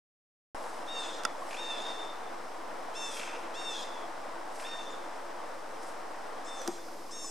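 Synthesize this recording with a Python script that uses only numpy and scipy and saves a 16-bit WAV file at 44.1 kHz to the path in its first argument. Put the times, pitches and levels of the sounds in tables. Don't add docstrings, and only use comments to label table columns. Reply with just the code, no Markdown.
import sys
import numpy as np
from scipy import signal
from scipy.fft import rfft, irfft, next_fast_len
from scipy.io import wavfile

SR = 44100
rng = np.random.default_rng(int(sys.argv[2]) if len(sys.argv) > 2 else 0)


def to_wav(sig):
    pcm = np.clip(np.atleast_2d(sig), -1, 1) * 32767
    pcm = np.round(pcm).astype(np.int16)
    wavfile.write(sys.argv[1], SR, pcm.T)


N = 321930
T = np.arange(N) / SR

# freq_hz, gain_db
THROAT_EQ = [(900, -17), (1800, -15), (2700, -10.5), (3300, -3.5), (3650, 1), (4500, -20), (5300, -0.5),
             (6300, -4), (7200, -5), (9000, -7.5), (10000, -31), (12000, -24), (15000, -52)]
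# freq_hz, gain_db
RASP_EQ = [(1000, -25), (2200, -23), (2700, -24), (3000, 15), (3500, -14), (4000, 18), (4400, 2),
           (5100, 19), (6700, -32), (8800, -17), (10000, 4), (15000, -36)]
# start_s, length_s, break_after_s, pitch_hz, break_drop_hz, peak_db, swell_db_per_s,
# break_drop_db, bright_db, break_bright_db, break_roughness (0-1), mouth_hz, mouth_db, upper_start_hz
WHINES = [(0.866, 0.32, .165, 936, 51, -37.5, 123, 11, -17, 11, 0.6, 2700, 1, 5600),
          (1.564, 0.33, 0.18, 926, 48, -39.5, 55, 11, -16.5, 8.5, .6, 2700, 1.5, 5300),
          (1.793, 0.27, 0.13, 926, 3.04, -45, 10, 4.5, -18, 5.5, 0.26, 2700, -3, 5940),
          (2.941, 0.34, 0.16, 913, 69, -45.5, 40, 6.5, -3.5, -0.5, .6, 2760, 7, 5330),
          (3.542, .29, 0.19, 926, 55, -43, 37, 3, -9.5, 7.5, 0.84, 2860, 5, 4900),
          (4.638, 0.32, .19, 926, 20, -46.5, 15, 13, -14.5, 12, 0.7, 1830, 9, 5100),
          (6.447, .31, 0.16, 909, 44, -51.5, -2, 4, -5.5, 6, .5, 2700, -6, 5170),
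          (7.11, .25, 0.14, 931, 46, -51.5, 54, 7.5, 3, 10.5, .3, 2700, -2.5, 6100)]


def whines(jitter=0.0237, quiver=0.00427, shimmer_db=2, air_db=-3, attack_s=0.0017, release_s=0.024):
    mouth_width_hz, upper_width_hz, upper_db, climb_hz_per_s = 450, 320, 4.5, 6200
    fray_db, rough_fray_db = 1.9, 2.2
    out = np.zeros(N)
    wobble, tremor, flutter = wander(700), wander(90), wander(160)
    air = noise(RASP_EQ)
    upper_air = eq(air, [(4400, -46), (5200, -24)])
    harmonic = np.arange(1, 17)[:, None]
    fray = np.array([wander(35) for _ in harmonic])
    for start, length, *contour, mouth_hz, mouth_db, upper_start_hz in WHINES:
        on = (T > start - .05) & (T < start + length + .12)
        age = T[on] - start
        pitch_hz, level_db, bright_db, rough = whine_contour(age, *contour)
        detune = jitter * rough * wobble[on] + quiver * tremor[on]
        phase = 2 * np.pi * np.cumsum(pitch_hz * (1 + detune)) / SR
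        hz = harmonic * pitch_hz
        upper_hz = upper_start_hz + climb_hz_per_s * age
        lift_db = mouth_db * np.exp(-((hz - mouth_hz) / mouth_width_hz) ** 2)
        lift_db += upper_db * np.exp(-((hz - upper_hz) / upper_width_hz) ** 2)
        lift_db += (harmonic > 5) * bright_db
        lift_db += (fray_db + rough_fray_db * rough) * fray[:, on]
        voice = np.sum(eq_gain(hz, THROAT_EQ) * gain(lift_db) * np.sin(harmonic * phase), axis=0)
        rasp = air[on] + (gain(bright_db) - 1) * upper_air[on]
        blend = np.sqrt(2 * (1 - rough ** 2)) * voice + gain(air_db) * rough * rasp
        gate = np.exp(np.minimum(age, 0) / attack_s - np.maximum(age - length, 0) / release_s)
        out[on] += gate * gain(level_db + shimmer_db * rough * flutter[on]) * blend
    return out


def whine_contour(age, break_after_s, pitch_hz, drop_hz, peak_db, swell_db_per_s, drop_db,
                  bright_db, break_bright_db, break_rough):
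    scoop_s, scoop_hz, scoop_db, scoop_bright_db, scoop_rough = .012, 150, -6, 2.5, 0.472
    sag_hz_per_s, clear_rough, break_s, fade_db_per_s = 150, 0.1, .035, 20
    scoop = np.exp(-np.maximum(age, 0) / scoop_s)
    broken = (1 + np.tanh((age - break_after_s) / break_s)) / 2
    below_peak_db = swell_db_per_s * np.maximum(break_after_s - break_s - age, 0)
    fade_db = fade_db_per_s * np.maximum(age - break_after_s, 0)
    hz = pitch_hz - scoop_hz * scoop - sag_hz_per_s * age - drop_hz * broken
    level_db = peak_db + scoop_db * scoop - below_peak_db - drop_db * broken - fade_db
    top_db = bright_db + scoop_bright_db * scoop + .45 * below_peak_db + break_bright_db * broken
    rough = clear_rough + scoop_rough * scoop + (break_rough - clear_rough) * broken
    return hz, level_db, top_db, np.clip(rough, 0, 1)


# peak_s, level_db, width_s
NOSE_PUFFS = [(.64, -58, 0.16), (1.52, -55, 0.08), (2.81, -67, 0.045), (3.165, -48, 0.053),
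              (3.47, -73, .04), (4.605, -52, 0.047), (5.155, -67, .023), (5.835, -57.5, .032),
              (5.9, -56.5, .023), (6.25, -68, .04)]
# freq_hz, gain_db
PUFF_EQ = [(1000, -3), (2500, -12), (4200, -5), (5300, 2.5), (6800, -3.5), (8200, 2), (9500, -4.5),
           (10800, -2), (13000, -20), (15500, -30)]
# start_s, length_s, level_db
NOSTRIL_RATTLES = [(1.507, .1, -41.5), (3.167, .2, -38), (4.596, .125, -44.5)]
# freq_hz, gain_db
NOSE_EQ = [(500, -21), (1500, -2.5), (2100, -5.5), (2600, 3.5), (3050, -9), (3500, -9), (4300, -15),
           (5300, -13), (8000, -17.5), (14000, -58)]


def snorts(flutter_db=1.6):
    blow = sum(gain(db) * np.exp(-np.abs((T - s) / width) ** 2.1 / 2) for s, db, width in NOSE_PUFFS)
    flaps = sum(nostril_flaps(*rattle) for rattle in NOSTRIL_RATTLES)
    return blow * gain(flutter_db * wander(90)) * noise(PUFF_EQ) + flaps * noise(NOSE_EQ)


def nostril_flaps(start_s, length_s, level_db, rate_hz=48, jitter=0.21, scatter_db=2, fade_db_per_s=55):
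    gap, size = rng.standard_normal((16, 2)).T
    periods = np.exp(jitter * gap) / rate_hz
    age = np.cumsum(periods) - periods[0]
    flap_db = level_db + scatter_db * size - fade_db_per_s * age
    on = age < length_s
    return bursts(start_s + age[on], flap_db[on], rise_s=0.0029, fall_s=0.0067)


# delay_s, level_db
BANK_ECHOES = [(0.084, -26), (0.149, -25), (0.233, -21.5)]


def bank_echo(x, t60_s=0.71, tail_db=-13, build_s=0.014, smear_s=0.011, width=0.31):
    t = T[:SR]
    returns = []
    for grain in rng.standard_normal((2, SR)):
        tail = grain * (1 - np.exp(-t / build_s)) * np.exp(-np.log(1000) * t / t60_s)
        response = gain(tail_db) * tail / np.linalg.norm(tail)
        for delay_s, db in BANK_ECHOES:
            echo = grain * np.exp(-np.abs(t - delay_s) / smear_s)
            response += gain(db) * echo / np.linalg.norm(echo)
        wet = signal.fftconvolve(x, response)[:N]
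        returns.append(eq(wet, [(3700, 5), (5500, 3.5), (12000, 0)]))
    mid, side = returns
    return mid + width * side * np.array([[1], [-1]])


# start_s, click_db, skid_db, case_db, thump_db
KNOCK_HITS = [(1.235, -37, -55, -48, -61), (1.2507, -23.5, -47, -12.5, -44), (6.617, -42, -49, -55, -65),
              (6.661, -49, -58, -38, -43), (6.6761, -30.5, -36.5, -39, -19)]
# freq_hz, gain_db
CLICK_EQ = [(80, -35), (300, -33), (1300, 12), (2700, 2), (5000, 4), (6600, 7), (9500, 0), (11000, 0),
            (12000, -48), (15000, -22)]
# freq_hz, gain_db
SKIN_EQ = [(2500, -29), (5000, 10.5), (7000, -1), (10000, 0), (12500, -1), (15000, -16)]
# pitch_hz, level_db, t60_s
CASE_MODES = [(860, -36, 0.022), (1280, -19, 0.025), (1333, -8.5, 0.025), (1900, -19.5, 0.02),
              (2650, -16, 0.013), (3470, -16, 0.02), (4880, -18, 0.02)]
# pitch_hz, level_db, t60_s
BODY_MODES = [(195, -31, 0.17), (278, -18, 0.074), (368, -5, 0.089), (764, -6.5, 0.024)]


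def camera_knocks(case_lag_s=0.00221, thump_lag_s=.0063, rebound_s=0.009, rebound_db=-7):
    times, click_db, skid_db, case_db, thump_db = np.transpose(KNOCK_HITS)
    clack = bursts(times, click_db, rise_s=0.00046, fall_s=0.0014) * noise(CLICK_EQ)
    skid = bursts(times, skid_db, rise_s=0.001, fall_s=0.0031) * noise(SKIN_EQ)
    case, body = ring(CASE_MODES), ring(BODY_MODES)
    thump = np.zeros(N)
    for start, ring_db, low_db in zip(times, case_db, thump_db):
        add(clack, start + case_lag_s, gain(ring_db) * case)
        add(thump, start + thump_lag_s, gain(low_db) * body)
        add(thump, start + thump_lag_s + rebound_s, gain(low_db + rebound_db) * body)
    return pan(clack, -6.0) + pan(thump, 4.0) + skid


def ring(modes):
    t = T[:SR // 8]
    sound = sum(gain(db) * np.sin(2 * np.pi * hz * t) * np.exp(-np.log(1000) * t / t60_s)
                for hz, db, t60_s in modes)
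    return signal.sosfilt(signal.butter(5, 185, "high", fs=SR, output="sos"), sound)


def hand_rub(start_s=6.64, length_s=0.466, level_db=-61, edge_s=.03):
    outside_s = np.maximum(np.maximum(start_s - T, T - start_s - length_s), 0)
    return gain(level_db) * np.exp(-outside_s / edge_s) * noise(SKIN_EQ)


# start_s, pitch_hz, level_db
WAVELETS = [(1.42, 987, -33), (3.365, 453, -39)]


def lapping(count=150, floor_db=-49, spread_db=2.5, cycles=7, glide=0.084):
    out, t = np.zeros(N), T[:SR // 12]
    small = [(when * T[-1], 450 * 3.2 ** pitch, floor_db - spread_db * np.log(1 - .97 * strength))
             for when, pitch, strength in rng.random((count, 3))]
    for start, hz, db in WAVELETS + small:
        age = t * hz / cycles
        swell = 2 * age * np.exp(1 - 2 * age)
        bubble = np.sin(2 * np.pi * hz * t * (1 + glide * np.tanh(age)))
        add(out, start, gain(db) * swell * bubble)
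    return out


# freq_hz, gain_db
RUSH_EQ = [(30, -20), (70, -39), (125, -41), (165, -16.5), (200, -9.5), (270, -4), (450, -0.5), (720, 2.5),
           (1000, 1.5), (1400, -5), (1900, -9.5), (2500, -16), (4000, -21), (9000, -69)]
# freq_hz, gain_db
SHADE_EQ = [(350, 3.5), (700, -3), (1000, -2.5), (1500, -4), (2400, -1.5)]
# freq_hz, gain_db
HISS_EQ = [(1500, 5.5), (2300, 1), (3300, -4), (4200, 0.5), (5200, 5.5), (6800, -1.5), (8200, 0),
           (10000, -5), (13000, -12.5), (15500, -19.5)]
# freq_hz, side_minus_mid_db
RIVER_WIDTH = [(60, -34), (110, -35), (200, -13.5), (380, -18.5), (700, -2), (1290, -7.5), (2380, -8.5),
               (4400, -8), (8120, -5), (15000, -4.5)]
# freq_hz, left_minus_right_db
RIVER_BALANCE = [(150, -1), (380, 2.1), (700, -2), (1290, 3.5), (2380, 1.5), (4400, 0.5), (15000, 0)]


def river(rush_db=-41.5, hiss_db=-56.5, fade_db_per_s=0.3764):
    shade_start_s, shade_ramp_s, shade_db_per_s = 6.68, 0.047, 5.5
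    shaded_s = np.maximum(T - shade_start_s, 0)
    shade = np.minimum(shaded_s / shade_ramp_s, 1)
    level_db = rush_db - fade_db_per_s * T - shade_db_per_s * shaded_s
    surge = gain(level_db + .5 * wander(6.7) + 0.61 * wander(45))
    layers = []
    for _ in range(2):
        rush = surge * noise(RUSH_EQ)
        layers.append((1 - shade) * rush + shade * eq(rush, SHADE_EQ) + gain(hiss_db) * noise(HISS_EQ))
    mid, side = layers[0], eq(layers[1], RIVER_WIDTH)
    return np.array([eq(mid + sign * side, [(hz, sign * db / 2) for hz, db in RIVER_BALANCE])
                     for sign in (1, -1)])


def gain(db):
    return 10 ** (np.asarray(db) / 20)


def eq_gain(hz, curve):
    freq_hz, gain_db = np.transpose(curve)
    return gain(np.interp(np.log(hz + 1), np.log(freq_hz), gain_db))


def eq(x, curve):
    size = next_fast_len(len(x))
    return irfft(rfft(x, size) * eq_gain(np.fft.rfftfreq(size, 1 / SR), curve), size)[:len(x)]


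def noise(curve):
    x = eq(rng.standard_normal(N), curve)
    return x / np.sqrt(np.mean(x ** 2))


def wander(rate_hz):
    return np.interp(T * rate_hz, np.arange(N), rng.standard_normal(N)) * np.sqrt(3 / 2)


def add(out, start_s, x):
    i = int(start_s * SR)
    out[i:i + len(x)] += x[:max(N - i, 0)]


def bursts(starts_s, peaks_db, rise_s, fall_s):
    out, t = np.zeros(N), T[:SR // 8]
    swell = (1 - np.exp(-t / rise_s)) * np.exp(-t / fall_s)
    for start, db in zip(starts_s, peaks_db):
        add(out, start, gain(db) * swell / swell.max())
    return out


def pan(x, left_minus_right_db):
    return x * gain(np.array([[1], [-1]]) * left_minus_right_db / 2)


def scene():
    otters = whines() + snorts()
    riverside = pan(otters, 0.95) + bank_echo(otters) + river() + pan(lapping(), -.8)
    return riverside + camera_knocks() + hand_rub()


def record(dry, open_s=.547, dc_offset=-.007, top_hz=15500):
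    housing_eq = [(300, -1.5), (345, 4.0), (368, -4.5), (390, -17), (412, 0.0), (450, 0)]
    sound = np.array([eq(channel, housing_eq) for channel in dry])
    gated = (sound + dc_offset) * (T >= open_s)
    return signal.sosfilt(signal.ellip(8, .2, 70, top_hz, fs=SR, output="sos"), gated)


dry = scene()
out = record(dry)
to_wav(out)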